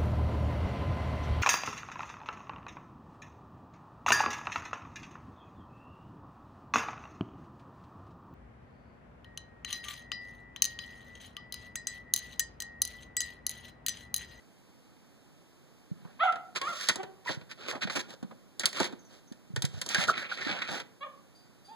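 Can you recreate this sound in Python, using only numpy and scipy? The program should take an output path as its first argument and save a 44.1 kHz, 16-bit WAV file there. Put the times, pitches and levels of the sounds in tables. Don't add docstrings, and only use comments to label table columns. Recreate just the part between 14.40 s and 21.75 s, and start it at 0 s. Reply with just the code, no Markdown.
import sys
import numpy as np
from scipy import signal
from scipy.fft import rfft, irfft, next_fast_len
from scipy.io import wavfile
from scipy.ndimage import map_coordinates

SR = 44100
rng = np.random.default_rng(int(sys.argv[2]) if len(sys.argv) > 2 else 0)


def master_out(mix):
    frames = np.transpose(np.atleast_2d(mix))
    ceiling = np.clip(frames, -1, 1)
    pcm = np.round(ceiling * 32767).astype(np.int16)
    wavfile.write(sys.argv[1], SR, pcm)


N = 324132

# (centre [Hz], width [Hz], gain [dB])
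PANE_MODES = [(1028, 145, -1), (1440, 270, 0), (1864, 290, 4), (2344, 646, 0.5), (4120, 1550, -8)]
# (centre [Hz], width [Hz], gain [dB])
DOOR_MODES = [(129.6, 77, -2.5), (241, 97, 1.5), (435, 242, 1.5), (775, 984, -3)]
# (frequency [Hz], gain [dB])
HISS_SPECTRUM = [(1500, -76), (2800, -5), (4000, -6), (6000, -6), (9000, -15.5), (17000, -31.5)]


def amp(db):
    return 10 ** (np.asarray(db) / 20)


def unit(x):
    return x / np.sqrt(np.mean(x ** 2) + 1e-20)


def along(points, hz):
    f, v = np.transpose(points)
    return np.interp(np.log(hz + 1), np.log(f + 1), v)


def curves(tables, fade_s=0.0065):
    t = np.arange(N) / SR
    times, *cols = np.vstack(tables).T
    gate = sum(np.clip(np.minimum(t - rows[0][0], rows[-1][0] - t) / fade_s + 1, 0, 1) for rows in tables)
    return [gate] + [np.interp(t, times, col) for col in cols]


def wobble(knots_per_s):
    knots = rng.standard_normal(int(N * knots_per_s / SR) + 4)
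    return map_coordinates(knots, [np.arange(N) * knots_per_s / SR])


def filtered(x, response):
    m = next_fast_len(x.shape[-1] + 8192)
    return irfft(rfft(x, m) * response(np.fft.rfftfreq(m, 1 / SR)), m)[..., :x.shape[-1]]


def modes(table):
    top_hz = 1.55 * table[-1][0]
    return lambda f: sum((-1) ** k * amp(db) * 1j * f * width / (hz * hz - f * f + 1j * f * width + 1e-9)
                         for k, (hz, width, db) in enumerate(table)) / (1 + 1j * f / top_hz)


def colour(points):
    return lambda hz: amp(along(points, hz))


def port_noise():
    # (frequency [Hz], power common to both ports [0-1])
    coherence = [(70, 0.12), (250, 0.9), (600, 0.69), (1000, 0.17), (3000, 0.0057)]

    def split(hz):
        share = np.clip(along(coherence, hz), 0, 1)
        return np.sqrt([share, 1 - share, 1 - share])
    common, *own = filtered(rng.standard_normal((3, N)), split)
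    return common + np.array(own)


def room_tone():
    # (frequency [Hz], gain [dB])
    spectrum = [(35, -4), (70, -10), (130, -2.5), (250, -2.5), (500, -12.5), (1000, -19), (2000, -23.5),
                (5000, -27.5), (15000, -37.5), (15600, -64)]
    return amp(-59.0 + 0.11 * wobble(0.82)) * unit(filtered(port_noise(), colour(spectrum)))


def thumps():
    # (time [s], level [dB], pitch [Hz])
    blows = [(1.514, -22.5, 167), (1.651, -31.5, 166), (2.972, -28, 143), (3.45, -22, 194),
             (3.582, -26.5, 220), (3.828, -24, 231), (3.844, -27.5, 202), (4.533, -27.5, 240),
             (4.915, -28, 228), (5.102, -33, 178), (5.136, -26.5, 131), (5.175, -20.5, 123),
             (5.241, -16, 138), (5.341, -28.5, 106), (5.374, -29.5, 121), (5.583, -20, 170),
             (6.066, -20.5, 283)]
    t60_cycles, rise_s = 8, 0.002
    out, t = np.zeros(N + SR), np.arange(SR // 5) / SR
    for s, db, hz in blows:
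        envelope = amp(db - 60 * t * hz / t60_cycles) * (1 - np.exp(-t / rise_s))
        out[round(s * SR):][:len(t)] += envelope * np.sin(2 * np.pi * hz * t)
    return out[:N]


def paw_drag():
    # (start [s], length [s], pane [dB], claw hiss [dB], door [dB])
    strokes = [(1.548, 0.39, -72.5, -94, -64), (2.149, 0.043, -36.5, -42.5, -41.5),
               (2.209, 0.14, -71, -52, -48), (2.307, 0.25, -45, -45, -58.5), (2.844, .13, -44.5, -51, -52),
               (3.091, 0.049, -49.5, -57, -54.5), (3.17, 0.19, -48, -61.5, -50.5),
               (3.273, 0.061, -43, -44.5, -50.5), (3.321, 0.066, -73, -79, -39.5),
               (3.408, 0.048, -36.5, -46, -44.5), (3.493, 0.066, -45.5, -46, -48),
               (3.552, 0.038, -38.5, -43, -37), (3.587, 0.032, -38, -41.5, -45.5),
               (3.68, 0.081, -58, -59, -50), (4.192, 0.041, -45.5, -45.5, -48),
               (4.228, 0.067, -42, -74.5, -44), (4.336, 0.086, -41, -46.5, -48),
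               (4.389, 0.097, -38, -43.5, -45.5), (4.682, 0.13, -66.5, -65, -61),
               (5.29, 0.24, -59, -59.5, -56), (5.478, 0.085, -41, -42, -45.5),
               (5.549, 0.12, -34, -39.5, -38), (5.668, 0.057, -44, -41.5, -36.5),
               (5.711, 0.18, -41, -74, -48), (5.886, 0.08, -42, -66, -51), (5.951, 0.19, -39.5, -56, -45.5),
               (6.078, 0.1, -41.5, -64, -41.5), (6.15, 0.16, -44, -64, -50), (6.269, 0.16, -43, -49, -42)]
    build_share, squareness = 0.44, 1.85
    snags_per_s, snag_s = 250, .002
    t = np.arange(N) / SR
    pressure = np.zeros((3, N))
    for start, length, *db in strokes:
        at = slice(round(start * SR), round((start + length) * SR))
        from_peak = np.interp(t[at] - start, [0, build_share * length, length], [-1, 0, 1])
        pressure[:, at] += amp(db)[:, None] * (1 - abs(from_peak) ** squareness)
    snags = (rng.random(N) < snags_per_s / SR) * rng.exponential(size=N)
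    jerks = 1 + .36 * signal.lfilter([1], [1, -np.exp(-1 / (snag_s * SR))], snags)
    slips = jerks * amp(0.99 * wobble(90) + 1.2 * wobble(400)) * port_noise()

    def shaken(body, waver_db):
        return sum((-1) ** k * amp(waver_db * wobble(25)) * filtered(slips, modes([mode]))
                   for k, mode in enumerate(body))
    ring = shaken(PANE_MODES, waver_db=2.2)
    rasp = filtered(amp(1.2 * wobble(820)) * slips, colour(HISS_SPECTRUM))
    rumble = shaken(DOOR_MODES, waver_db=3)
    return sum(p * unit(layer) for p, layer in zip(pressure, (ring, rasp, rumble)))


def claw_strikes():
    # (time [s], click [dB], pane [dB], door [dB])
    strikes = [(1.649, -89, -70, -47.5), (1.9233, -46, -41, -45), (1.957, -53, -47.5, -41),
               (2.1594, -31.5, -32, -60), (2.2147, -32.5, -34, -37), (2.4865, -15.5, -26.5, -31),
               (2.494, -25, -24.5, -39.5), (2.5572, -30, -46, -35), (2.631, -45, -43.5, -37.5),
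               (2.8927, -65, -41, -28.5), (3.012, -63, -52.5, -49.5), (3.112, -43, -42.5, -55),
               (3.353, -60, -41.5, -39.5), (3.421, -40, -32, -43), (3.429, -53, -36.5, -42),
               (3.472, -50, -36.5, -39), (3.498, -45, -30.5, -42), (3.5605, -35.5, -32.5, -48),
               (3.7038, -44, -54, -62), (3.8272, -49.5, -57, -42.5), (3.9106, -83, -86, -43.5),
               (4.1953, -23, -60, -44), (4.2344, -38, -33, -35.5), (4.256, -11.5, -32.5, -64),
               (4.289, -38, -67, -56), (4.329, -35.5, -42.5, -45.5), (4.369, -36.5, -36, -51),
               (4.4008, -25.5, -41, -20), (4.443, -31.5, -40, -41), (4.525, -50, -57, -44.5),
               (4.9225, -46.5, -60, -55.5), (5.1613, -28, -33, -36.5), (5.221, -22.5, -38, -42.5),
               (5.2404, -47, -40.5, -39.5), (5.2505, -25, -45, -80), (5.4145, -23.5, -36, -43.5),
               (5.462, -30.5, -59, -40), (5.489, -26, -61, -58), (5.5458, -20.5, -23, -34.5),
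               (5.583, -36.5, -31, -46), (5.975, -49, -41.5, -56), (6.092, -57, -33.5, -30.5),
               (6.219, -57, -29, -45), (6.287, -49, -36, -34), (6.4, -40.5, -39, -43.5)]
    # (frequency [Hz], gain [dB])
    click_spectrum = [(1500, -43), (3000, 1.5), (5000, 1), (8000, -1.5), (11000, -12), (17000, -27.5)]
    tip_db, tip_delay_s, kick_db = 10, 0.000858, 14
    t = np.arange(SR // 5) / SR
    burst = lambda t60_s, rise_s: amp(-60 * t / t60_s) * (1 - np.exp(-t / rise_s))
    tip, click, pane, door, pane_kick, door_kick = np.zeros((6, N + SR))
    for s, click_db, pane_db, door_db in strikes:
        at = slice(round(s * SR), round(s * SR) + len(t))
        tip[at.start + round(tip_delay_s * SR)] = amp(click_db + tip_db)
        pane_kick[at.start], door_kick[at.start] = amp([pane_db + kick_db, door_db + kick_db])
        click[at] += amp(click_db) * (burst(0.008, 0.002) + 0.51 * burst(0.038, 0.0019))
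        pane[at] += amp(pane_db) * burst(.06, .0006)
        door[at] += amp(door_db) * burst(.075, .0015)
    noise = port_noise()

    def struck(pulse, envelope, response):
        return filtered(pulse[:N] + envelope[:N] * noise, response) / filtered(noise, response).std()
    return (struck(tip, click, colour(click_spectrum))
            + struck(pane_kick, pane, modes(PANE_MODES))
            + struck(door_kick, door, modes(DOOR_MODES)))


def yips_and_whines():
    # (time [s], pitch [Hz], level [dB], overtones [dB])
    contours = [
        [(1.797, 520, -57, 17.5), (1.806, 634.5, -40, 12.5), (1.818, 684.8, -26, 0), (1.832, 677.5, -23.5, 2),
         (1.84, 747, -19.5, -5.5), (1.863, 751.5, -22, -12), (1.874, 663, -29, 8), (1.905, 674.7, -32.5, 5.5),
         (1.925, 636, -62, 8)],
        [(2.216, 540.5, -49.5, 17), (2.265, 579.6, -47, 15), (2.285, 691.7, -47, 15), (2.312, 676, -44, 10),
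         (2.335, 575.6, -39, 1.5)],
        [(2.585, 383, -38.5, -20), (2.605, 384.2, -32.5, -6), (2.63, 390.6, -52, -20)],
        [(6.612, 554, -48, 3.5), (6.632, 568, -46.5, 15), (6.646, 615, -42, 3), (6.656, 568.5, -45, 8.5),
         (6.668, 535, -42.5, 0), (6.69, 516.6, -65, 8)],
        [(7.275, 766, -76.5, -16), (7.287, 800, -50, -11), (7.32, 910, -45.5, -17), (7.35, 899, -47, -14)],
    ]
    # (starting roughness [0-1], growth [1/s])
    hoarseness = [(.15, 2.5), (.16, 1), (.08, .5), (.1, 4.5), (.04, 0)]
    muffle_db = [-0.5, -3, -0.5, -2, -1]
    # (centre [Hz], width [Hz], gain [dB])
    throat_modes = [(753, 193, 5.5), (1390, 234, 2.5), (1930, 520, -2.5), (3120, 920, 1.5),
                    (4200, 1700, -14)]
    throat = modes(throat_modes)
    calls = [[(*row, rough + growth * (row[0] - rows[0][0]), mouth_db) for row in rows]
             for rows, (rough, growth), mouth_db in zip(contours, hoarseness, muffle_db)]
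    gate, hz, db, overtone_db, rough, mouth_db = curves(calls)
    rough = np.clip(rough, 0, 1)
    phase = 2 * np.pi * np.cumsum(hz * (1 + .1 * rough * wobble(200))) / SR
    overtones = sum(abs(throat(k * hz)) * amp(mouth_db * (k > 2)) * (1 - rough) ** (1.8 * (k - 2))
                    * np.sin(k * phase) for k in range(2, 9))
    tone = np.sin(phase) + amp(overtone_db) * overtones
    puffs = (1 + np.cos(phase)) * rng.standard_normal(N)
    breath = unit(filtered(puffs, lambda f: throat(f) ** 2))
    breath += amp(-23.5) * unit(filtered(puffs, colour(HISS_SPECTRUM)))
    envelope = gate * amp(db + 3.5 * rough * wobble(87))
    return envelope * (np.sqrt(1 - rough) * tone + .48 * np.sqrt(rough) * breath)


def pad_squeaks():
    # (time [s], level [dB], pitch [Hz], length [s])
    squeaks = [(2.859, -42, 1014, 0.01), (2.874, -35.5, 1900, 0.015), (5.551, -26, 1652, 0.0081),
               (5.684, -23.5, 1384, 0.015), (5.915, -33, 1478, 0.0086)]
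    attack_s, t60_s, sag_per_s = 0.001, 0.057, 0.37
    out, t = np.zeros(N + SR), np.arange(SR // 8) / SR
    shake = wobble(500)
    for s, db, hz, length in squeaks:
        at = slice(round(s * SR), round(s * SR) + len(t))
        phase = 2 * np.pi * np.cumsum(hz * (1 - sag_per_s * t + 0.05 * shake[at])) / SR
        envelope = np.clip(t / attack_s, 0, 1) * amp(-60 * np.clip(t - length, 0, 1) / t60_s)
        out[at] += amp(db + 2.1 * shake[at][::-1]) * envelope * (np.sin(phase) + 0.15 * np.sin(phase / 2))
    return out[:N]


def collar_tags():
    # (time [s], level [dB])
    touches = [(4.592, -57.5), (4.65, -60), (4.875, -61)]
    # (frequency [Hz], gain [dB], t60 [s])
    plate_modes = [(5900, 0, .2), (6400, -3, .12)]
    out, t = np.zeros(N + SR), np.arange(SR // 2) / SR
    swing_rad = 4 * wobble(120)
    for s, level_db in touches:
        at = slice(round(s * SR), round(s * SR) + len(t))
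        for hz, db, t60_s in plate_modes:
            envelope = amp(level_db + db + rng.normal(0, 2.1) - 60 * t / t60_s)
            out[at] += envelope * np.sin(2 * np.pi * hz * t + swing_rad[at])
    return out[:N]


def nose_whistles():
    # (start [s], pitch [Hz], level [dB])
    whistles = [(6.945, 4740, -59), (7.243, 4730, -55.5)]
    scoop_share, scoop_s, fade_db_per_s = 0.032, 0.012, 127.5
    out, t = np.zeros(N + SR), np.arange(SR // 4) / SR
    opened = np.clip(t / scoop_s, 0, 1)
    for s, hz, db in whistles:
        phase = 2 * np.pi * np.cumsum(hz * (1 - scoop_share * (1 - opened))) / SR
        tone = np.sin(phase) + 0.23 * np.sin(2 * phase)
        air = amp(-9) * unit(filtered(rng.standard_normal(len(t)), colour(HISS_SPECTRUM)))
        out[round(s * SR):][:len(t)] += opened * amp(db - fade_db_per_s * t) * (tone + air)
    return out[:N]


def room_reverb(x):
    # (frequency [Hz], t60 [s])
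    decay_times = [(200, 0.71), (1000, 0.44), (10000, 0.21)]
    hz, t, spectra = signal.stft(port_noise()[:, :SR], SR, nperseg=256)
    tail = signal.istft(spectra * amp(-60 * t / along(decay_times, hz)[:, None]), SR, nperseg=256)[1]
    tail /= np.linalg.norm(tail[0])
    return signal.fftconvolve(np.broadcast_to(x, (2, N)), tail, axes=1)[:, :N]


def scene():
    shade = lambda hz: amp([[1.5], [4.5]] - [[0], [8]] * np.clip(np.log2(hz / 350 + 1e-9), 0, 1))
    door = filtered(paw_drag() + claw_strikes() + pad_squeaks(), shade) + thumps() * amp([[2.5], [-18]])
    dog = yips_and_whines() + nose_whistles() + collar_tags()
    reverb = room_reverb(amp(-14.5) * door + amp(-8.5) * dog)
    return door + dog * amp([[-2.5], [-9]]) + reverb + room_tone()


def record(dry):
    bass_cut_hz, top_hz = 31, 17000
    cross_gain, cross_delay_s = 1.363, 16 / SR
    ports = filtered(dry * amp([[2.5], [-2.5]]), lambda hz: (1j * hz / (bass_cut_hz + 1j * hz)) ** 2)
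    wide = ports - cross_gain * filtered(ports[::-1], lambda hz: np.exp(-2j * np.pi * hz * cross_delay_s))
    return filtered(amp(-3.0) * wide, lambda hz: hz < top_hz)


dry = scene()
out = record(dry)
master_out(out)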